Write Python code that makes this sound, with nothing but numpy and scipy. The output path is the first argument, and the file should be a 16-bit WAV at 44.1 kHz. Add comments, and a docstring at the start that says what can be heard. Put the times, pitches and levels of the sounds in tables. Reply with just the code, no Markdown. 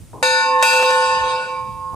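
"""Outdoors, on top of a steam locomotive's boiler: a bell swings and its clapper strikes twice.
Decaying sine partials swell and dip as the bell turns; noise bursts make the blows and bounces.
After the second blow the clapper chatters on the rim (shaped noise), then the ring sinks away.
The gear gives two dull knocks (decaying noise) and a faint groan (gliding sine).
Slow-gusting low noise is a light wind on the microphone, over a steady hiss."""
import sys
import numpy as np
from scipy import signal
from scipy.fft import rfft, irfft
from scipy.io import wavfile
from scipy.ndimage import uniform_filter1d

SR = 44100
rng = np.random.default_rng(int(sys.argv[2]) if len(sys.argv) > 2 else 0)


def unload_audio(sound):
    """Save the sound as a 16-bit wav file, at the path given as the first command line argument."""
    columns = np.transpose(np.atleast_2d(sound))
    # keep every value between -1 and 1, then stretch to whole-number steps
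    steps = np.round(np.clip(columns, -1, 1) * 32767)
    wavfile.write(sys.argv[1], SR, steps.astype(np.int16))


N = 85995
T = np.arange(N) / SR

# clapper blows: t/s, contact crack level/dB, fine overtone level before colour/dB
STRIKES = [(0.2266, -19.5, -47.5), (0.6251, -14, -38)]
# clapper bounces on the rim: t/s, level/dB
BOUNCES = [(0.731, -23), (0.795, -25), (0.824, -21), (0.905, -22.5), (0.954, -30), (1.02, -30)]
# fine rattle of the clapper on the rim: t/s, level/dB
CHATTER = [(0.62, -70), (0.66, -43), (0.8, -38), (1.0, -43), (1.3, -35), (1.45, -39.5), (1.6, -51.5),
           (1.75, -65), (1.95, -86)]


def from_db(db):
    """Decibels to gain."""
    return 10 ** (np.asarray(db) / 20)


def rms_one(x):
    """Scale to unit rms."""
    return x / np.sqrt(np.mean(x ** 2) + 1e-20)


def in_time(rows):
    """Control curve at every sample."""
    return np.interp(T, *np.transpose(rows))


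def at_hz(points, hz):
    """Read a spectrum on a log-frequency axis."""
    f_hz, db = np.transpose(points)
    return np.interp(np.log(np.maximum(hz, 1)), np.log(f_hz), db)


def drift(corner_hz):
    """Unit-rms random curve: white noise through two equal poles, run at SR / step."""
    step, settle = 40, 1000
    r = np.exp(-2 * np.pi * corner_hz * step / SR)
    white = rng.standard_normal(N // step + settle + 2)
    slow = signal.lfilter([1], [1, -2 * r, r * r], white)[settle:]
    return np.interp(np.arange(N) / step, np.arange(len(slow)), rms_one(slow))


def coloured(x, colour):
    """Give a steady signal a spectrum; unit rms."""
    gain = from_db(at_hz(colour, np.arange(N // 2 + 1) * SR / N))
    return rms_one(irfft(rfft(x) * gain, N))


def noise(colour, likeness):
    """Coloured stereo noise; likeness is the left-right correlation."""
    mid, side = rng.standard_normal((2, N))
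    c = np.clip(likeness, -1, 1)
    stereo = np.sqrt(1 + c) * mid + np.sqrt(1 - c) * np.array([side, -side])
    return coloured(stereo, colour)


def decay(start_s, t60_s):
    """Linear rise in 1/1500 s times exponential decay."""
    age_s = np.maximum(T - start_s, 0)
    return np.minimum(age_s * 1500, 1) * np.exp(-np.log(1000) * age_s / t60_s)


def swing_clock():
    """Doppler of the swinging bell: time runs slightly fast and slow, once per swing."""
    swing_s, doppler_share, highest_pitch_s = 1.724, 0.00078, 0.286
    angle = 2 * np.pi * (T - highest_pitch_s) / swing_s
    return T + doppler_share * swing_s / (2 * np.pi) * np.sin(angle)


def rattle_share():
    """Chatter gain relative to its peak; it shakes the ringing partials."""
    rattle = from_db(in_time(CHATTER))
    return rattle / rattle.max()


def partial(hz, blows, t60_s, pan_db, lead_rad, clock):
    """One mode in stereo; every blow (s, dB) adds its energy to the exponentially decaying ring."""
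    kicks = np.zeros(N)
    for s, db in blows:
        kicks[int(s * SR)] += from_db(db) ** 2
    energy = signal.lfilter([1], [1, -from_db(-60 / (t60_s * SR)) ** 2], kicks)
    # causal mean: the ring builds up within a millisecond
    height = np.maximum(uniform_filter1d(np.sqrt(energy), size=32, origin=15), 0)
    phase = 2 * np.pi * (hz * clock + rng.random()) + np.array([[lead_rad / 2], [-lead_rad / 2]])
    pan = rms_one(from_db([[pan_db / 2], [-pan_db / 2]]))
    return height * pan * np.sin(phase)


def nodes(name):
    """Gain of a main partial: it dips as a node turns to the listener, swells on a lobe."""
    # node and lobe passages: partial, t/s, depth/dB (negative = swell), half width/s
    passages = [ ("hum", 0.429, 37, 0.064), ("hum", 0.684, 10.3, 0.084), ("hum", 1.205, 12, 0.2),
                ("hum", 1.45, 8.7, 0.016), ("prime", 0.28, 6.6, 0.11), ("prime", 1.47, 9.8, 0.025),
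                ("tierce", 0.32, 24, 0.33), ("tierce", 0.567, -10, 0.066), ("tierce", 0.743, 10.7, 0.15),
                ("tierce", 1.445, 17, 0.09), ("tierce", 1.76, 5, 0.044), ("quint", 0.39, -8.5, 0.05),
                ("quint", 0.542, 17, 0.12), ("quint", 0.6, 12, 0.018), ("quint", 0.85, 16, 0.031),
                ("quint", 1.175, 13, 0.18), ("quint", 1.45, -12.5, 0.023), ("quint", 1.495, 37, 0.053),
                ("quint", 1.7, 21, 0.19), ("nominal", 0.496, 51, 0.053), ("nominal", .775, 20, 0.021),
                ("nominal", .855, 14, 0.028), ("nominal", 1.377, 16, 0.085), ("tenth", 0.594, 27, 0.065),
                ("tenth", 1.55, -13, 0.022), ("tenth", 1.13, 13, 0.23), ("tenth", 1.89, 14, 0.18),
                ("eleventh", 1.56, -18.5, 0.03), ("twelfth", 0.415, 7.8, 0.015),
                ("twelfth", 0.587, 11, 0.03), ("twelfth", 0.97, 32, 0.16), ("twelfth", 1.3, 22, 0.075),
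                ("twelfth", 1.4, -5.5, 0.03), ("twelfth", 1.594, 12, 0.08), ("twelfth", 1.89, 18, 0.15),
                ("bright ping", 0.577, 11, 0.074), ("bright ping", 1.38, -3, 0.044),
                ("bright ping", 0.96, 16, 0.041), ("bright ping", 1.25, 7.3, 0.073)]
    gain = np.ones(N)
    for owner, s, depth_db, width_s in passages:
        if owner == name:
            away = ((T - s) / width_s) ** 2
            gain *= np.sqrt((from_db(-depth_db) ** 2 + away) / (1 + away))
    return gain


def main_partials(clock):
    """Main bell modes, unsteady in phase and level, more so under the chatter."""
    # modes: name, f/Hz, first blow/dB, second blow/dB, t60/s, share of the fade, L-R/dB, left lead/rad
    main_modes = [ ("hum", 510.3, -16, -17.5, 9.6, 1.52, -0.8, -0.14),
                  ("prime", 893.7, -13, -24, 7.4, 0.73, -0.39, -0.15),
                  ("tierce", 1076.1, -16, -34, 18.2, 0.28, -6, 0.33),
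                  ("quint", 1469, -20, -17, 5.23, 1.36, 0.58, 1.37),
                  ("nominal", 1773.4, -15, -40, 4.43, 1.56, 3.6, 2.27),
                  ("tenth", 2312, -24.5, -33, 4.03, 0.32, -1.2, 1.0),
                  ("eleventh", 2377, -29, -24.5, 1.6, 0.17, 0, 1.0),
                  ("upper eleventh", 2553, -32, -22.5, 1.25, 0.72, 0, 0.86),
                  ("twelfth", 2667, -22.5, -14, 3.02, 1, -0.5, 1),
                  ("thirteenth", 2917, -35.5, -30, 4.7, 1.1, -1.8, 2.22),
                  ("bright ping", 4878, -21.5, -22.5, 2.93, 0.9, 6.8, 1)]
    # the ring sinks late in the swing: t/s, level/dB at share 1
    fade_curve = [(0.23, -1), (0.6, 0), (0.9, 1.5), (1.25, 2.5), (1.4, -1.5), (1.55, -7), (1.72, -15),
                  (1.95, -14)]
    waver_at_2500_hz, chatter_waver_at_2500_hz, waver_hz = 0.17, 0.3, 13.2   # rad and level share
    unrest = waver_at_2500_hz + chatter_waver_at_2500_hz * rattle_share()
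    times_s = [blow[0] for blow in STRIKES]
    fade_db = in_time(fade_curve)
    ring = np.zeros((2, N))
    for name, hz, first_db, second_db, t60_s, share, pan_db, lead_rad in main_modes:
        waver = unrest * np.sqrt(hz / 2500)
        shaken = clock + waver * drift(waver_hz) / (2 * np.pi * hz)
        gain = from_db(share * fade_db) * nodes(name) * (1 + waver * drift(waver_hz))
        blows = zip(times_s, (first_db, second_db))
        ring += gain * partial(hz, blows, t60_s, pan_db, lead_rad, shaken)
    return ring


def overtones():
    """Upper modes struck by the two blows, as (Hz, blows, t60 at 4 kHz)."""
    # upper modes: f/Hz, first blow/dB, second blow/dB (before the offset)
    upper_modes = [(2527, -37, -37), (3313, -43, -33), (3513, -51, -53), (3710, -25, -30), (3749, -26, -44),
                   (3858, -33, -30), (3924, -38, -40), (4059, -33, -45), (4234, -30, -40), (4475, -46, -38),
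                   (4511, -46, -40), (4577, -39, -31), (4916, -33, -37), (5016, -41, -45), (5163, -44, -36),
                   (5557, -55, -37), (5849, -50, -43), (5946, -40, -47), (6040, -51, -44), (6156, -36, -32),
                   (6183, -37, -40), (6426, -35, -39), (6613, -31, -39), (6806, -51, -42), (7230, -46, -48),
                   (7526, -32, -34), (7636, -35, -40), (7866, -51, -35), (7920, -60, -38), (8495, -41, -33),
                   (8570, -58, -40), (8962, -35, -33), (9164, -51, -41), (9430, -38, -55),
                   (10488, -46, -45), (10664, -45, -48)]
    offset_db, t60_at_4k_s = 1, 3.06
    times_s = [blow[0] for blow in STRIKES]
    return [(hz, zip(times_s, offset_db + np.array(blows_db)), t60_at_4k_s)
            for hz, *blows_db in upper_modes]


def fine_overtones():
    """Weak, crowded top modes, one at random in each of 56 bands; blows and bounces ring them."""
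    # top overtone spectrum: f/Hz, level/dB
    fine_colour = [(9300, -9), (11200, -12), (12200, -8), (14200, -10)]
    bounce_ring_db, spread_db, t60_at_4k_s = -35, 2, 1.4   # ring re bounce level
    contacts = [(s, db) for s, _, db in STRIKES]
    contacts += [(s, db + bounce_ring_db) for s, db in BOUNCES]
    edges_hz = np.geomspace(fine_colour[0][0], fine_colour[-1][0], 57)
    modes = []
    for hz in rng.uniform(edges_hz[:-1], edges_hz[1:]):
        colour_db = at_hz(fine_colour, hz)
        blows = [(s, db + colour_db + rng.normal(0, spread_db)) for s, db in contacts]
        modes.append((hz, blows, t60_at_4k_s))
    return modes


def lobes(dip_s, spacing_s, depth_db):
    """Gain of an upper partial as its many lobes sweep past the listener."""
    leak = from_db(-abs(depth_db)) ** 2
    return np.sqrt(leak + (1 - leak) * np.sin(np.pi * (T - dip_s) / spacing_s) ** 2)


def upper_partials(clock):
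    """Upper and fine modes: passing lobes, shimmer in level, waver in phase; higher ones die sooner."""
    # left-right balance: f/Hz, L-R/dB
    pan_curve = [(3300, -1), (3900, 8.5), (4600, 12), (4950, 7), (7000, 4.5), (9000, -3.5)]
    # level of the upper partials through the swing: t/s, level/dB
    treble = [(0.23, 1.5), (0.42, 1), (0.58, -11), (0.63, 0), (0.85, 2), (1.05, 4), (1.22, -1), (1.31, 5.5),
              (1.5, -2.5), (1.65, -12), (1.95, -18)]
    t60_slope, lobe_depth_db = 0.35, 8
    waver_rad, chatter_waver_rad, waver_hz = 0.26, 0.56, 23.7
    ear_waver_share = 0.6   # opposite-sign waver between the ears, re the common part
    shimmer, shimmer_hz = 0.25, 14
    chatter_shimmer, chatter_shimmer_hz = 0.35, 38
    rattle = rattle_share()
    unrest_rad = waver_rad + chatter_waver_rad * rattle
    ears = np.array([[1], [-1]])
    ring = np.zeros((2, N))
    for hz, blows, t60_at_4k_s in overtones() + fine_overtones():
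        spacing_s = rng.uniform(0.577, 1.575) / 2.985
        # each ear meets the first dip at its own time
        dips_s = STRIKES[0][0] + spacing_s * rng.uniform(0.28, 0.73, (2, 1))
        flicker = 1 + shimmer * drift(shimmer_hz)
        flicker += chatter_shimmer * rattle * drift(chatter_shimmer_hz)
        gain = lobes(dips_s, spacing_s, lobe_depth_db) * flicker
        wander = drift(waver_hz) + ear_waver_share * drift(waver_hz) * ears
        shaken = clock + unrest_rad * wander / (2 * np.pi * hz)
        t60_s = t60_at_4k_s * (4000 / hz) ** t60_slope
        lead_rad = rng.normal(0, 1.0)
        ring += gain * partial(hz, blows, t60_s, at_hz(pan_curve, hz), lead_rad, shaken)
    return ring * from_db(in_time(treble))


def bell():
    """All modes of the bell, carried by the swing and shaken by the chatter."""
    clock = swing_clock()
    return main_partials(clock) + upper_partials(clock)


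def clapper():
    """Noise contacts: blows crack and scatter off the boiler; duller bounces and a fine rattle follow."""
    # spectra of blow, bounce and rattle: f/Hz, level/dB
    crack_colour = [(300, -22), (560, 9), (1000, 3.5), (2600, -1), (5000, -5), (8500, 1), (11000, -12),
                    (15000, -25)]
    bounce_colour = [(250, -16.5), (560, -1), (1000, -3), (1600, -5), (2600, -24), (6000, -14), (9000, -19),
                     (15000, -58)]
    chatter_colour = [(200, -18.5), (500, 8), (1000, 0.5), (1500, 0), (2050, -14), (2500, 9), (3200, -23),
                      (3900, -3), (5400, -19), (8000, -18), (11000, -42)]
    crack_t60_s, scatter_t60_s, scatter_db, bounce_t60_s = 0.061, 0.35, -17, 0.071
    cracks, bounces = np.zeros(N), np.zeros(N)
    for s, db, _ in STRIKES:
        scatter = from_db(scatter_db) * decay(s, scatter_t60_s)
        cracks += from_db(db) * (decay(s, crack_t60_s) + scatter)
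    for s, db in BOUNCES:
        bounces += from_db(db) * decay(s, bounce_t60_s)
    rattle = from_db(in_time(CHATTER))
    layers = [(cracks, crack_colour), (bounces, bounce_colour), (rattle, chatter_colour)]
    return sum(level * noise(colour, 1) for level, colour in layers)   # same in both ears


def gear_knocks():
    """Dull knocks of the bell's mounting: decaying low noise."""
    # knocks: t/s, level/dB
    knock_rows = [(0.132, -32), (1.933, -34)]
    # knock spectrum: f/Hz, level/dB
    knock_colour = [(60, -26), (150, -3), (350, 3), (650, -6), (1050, 1.5), (1400, -29), (3000, -47),
                    (8000, -65)]
    level = sum(from_db(db) * decay(s, 0.55) for s, db in knock_rows)
    return level * noise(knock_colour, 0.85)


def gear_groan():
    """Faint low groan: a sine gliding with the swing, roughened in phase and level."""
    # groan path: t/s, f/Hz, level/dB
    groan_path = [(0.4, 270.4, -65), (0.5, 278.5, -42), (0.57, 291, -41.5), (0.66, 321, -69)]
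    rough = 0.54   # rad and level share
    s, hz, db = np.transpose(groan_path)
    phase = 2 * np.pi * np.cumsum(np.interp(T, s, hz)) / SR + rough * drift(29)
    level = from_db(np.interp(T, s, db)) * (T > s[0]) * (T < s[-1])
    return level * np.sin(phase) * (1 + rough * drift(35))


def wind():
    """Wind on the microphone: low noise following the gusts."""
    # gusts: t/s, level/dB
    gusts = [(0.0, -40.5), (0.038, -36), (0.076, -48), (0.146, -41), (0.428, -61), (0.548, -54),
             (1.02, -53), (1.21, -38.5), (1.482, -52), (1.726, -37), (1.894, -47.5), (1.95, -31)]
    # wind spectrum: f/Hz, level/dB
    wind_colour = [(25, -37), (50, -3.5), (90, -0.5), (160, -4), (260, -18.5), (500, -44), (1500, -44)]
    return from_db(in_time(gusts)) * noise(wind_colour, 0.42)


def air_hiss():
    """Faint steady broadband noise."""
    # hiss spectrum: f/Hz, level/dB
    air_colour = [(40, -8.5), (150, 3), (350, -3.5), (700, -14), (2000, -20.5), (5000, -22), (9500, -16),
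                  (12000, -27.5), (15500, -30)]
    return from_db(-49) * noise(air_colour, 0.6)


def scene():
    """Everything together."""
    return bell() + clapper() + gear_knocks() + gear_groan() + wind() + air_hiss()


def record(dry):
    """Steep low-pass cuts the top; the last 4 ms ease out."""
    stop_hz, stop_db = 16200, 70
    ease = np.minimum((T[-1] - T) / 0.004, 1)
    low_pass = signal.cheby2(16, stop_db, stop_hz, fs=SR, output="sos")
    return ease * signal.sosfilt(low_pass, dry)


dry = scene()
out = record(dry)
unload_audio(out)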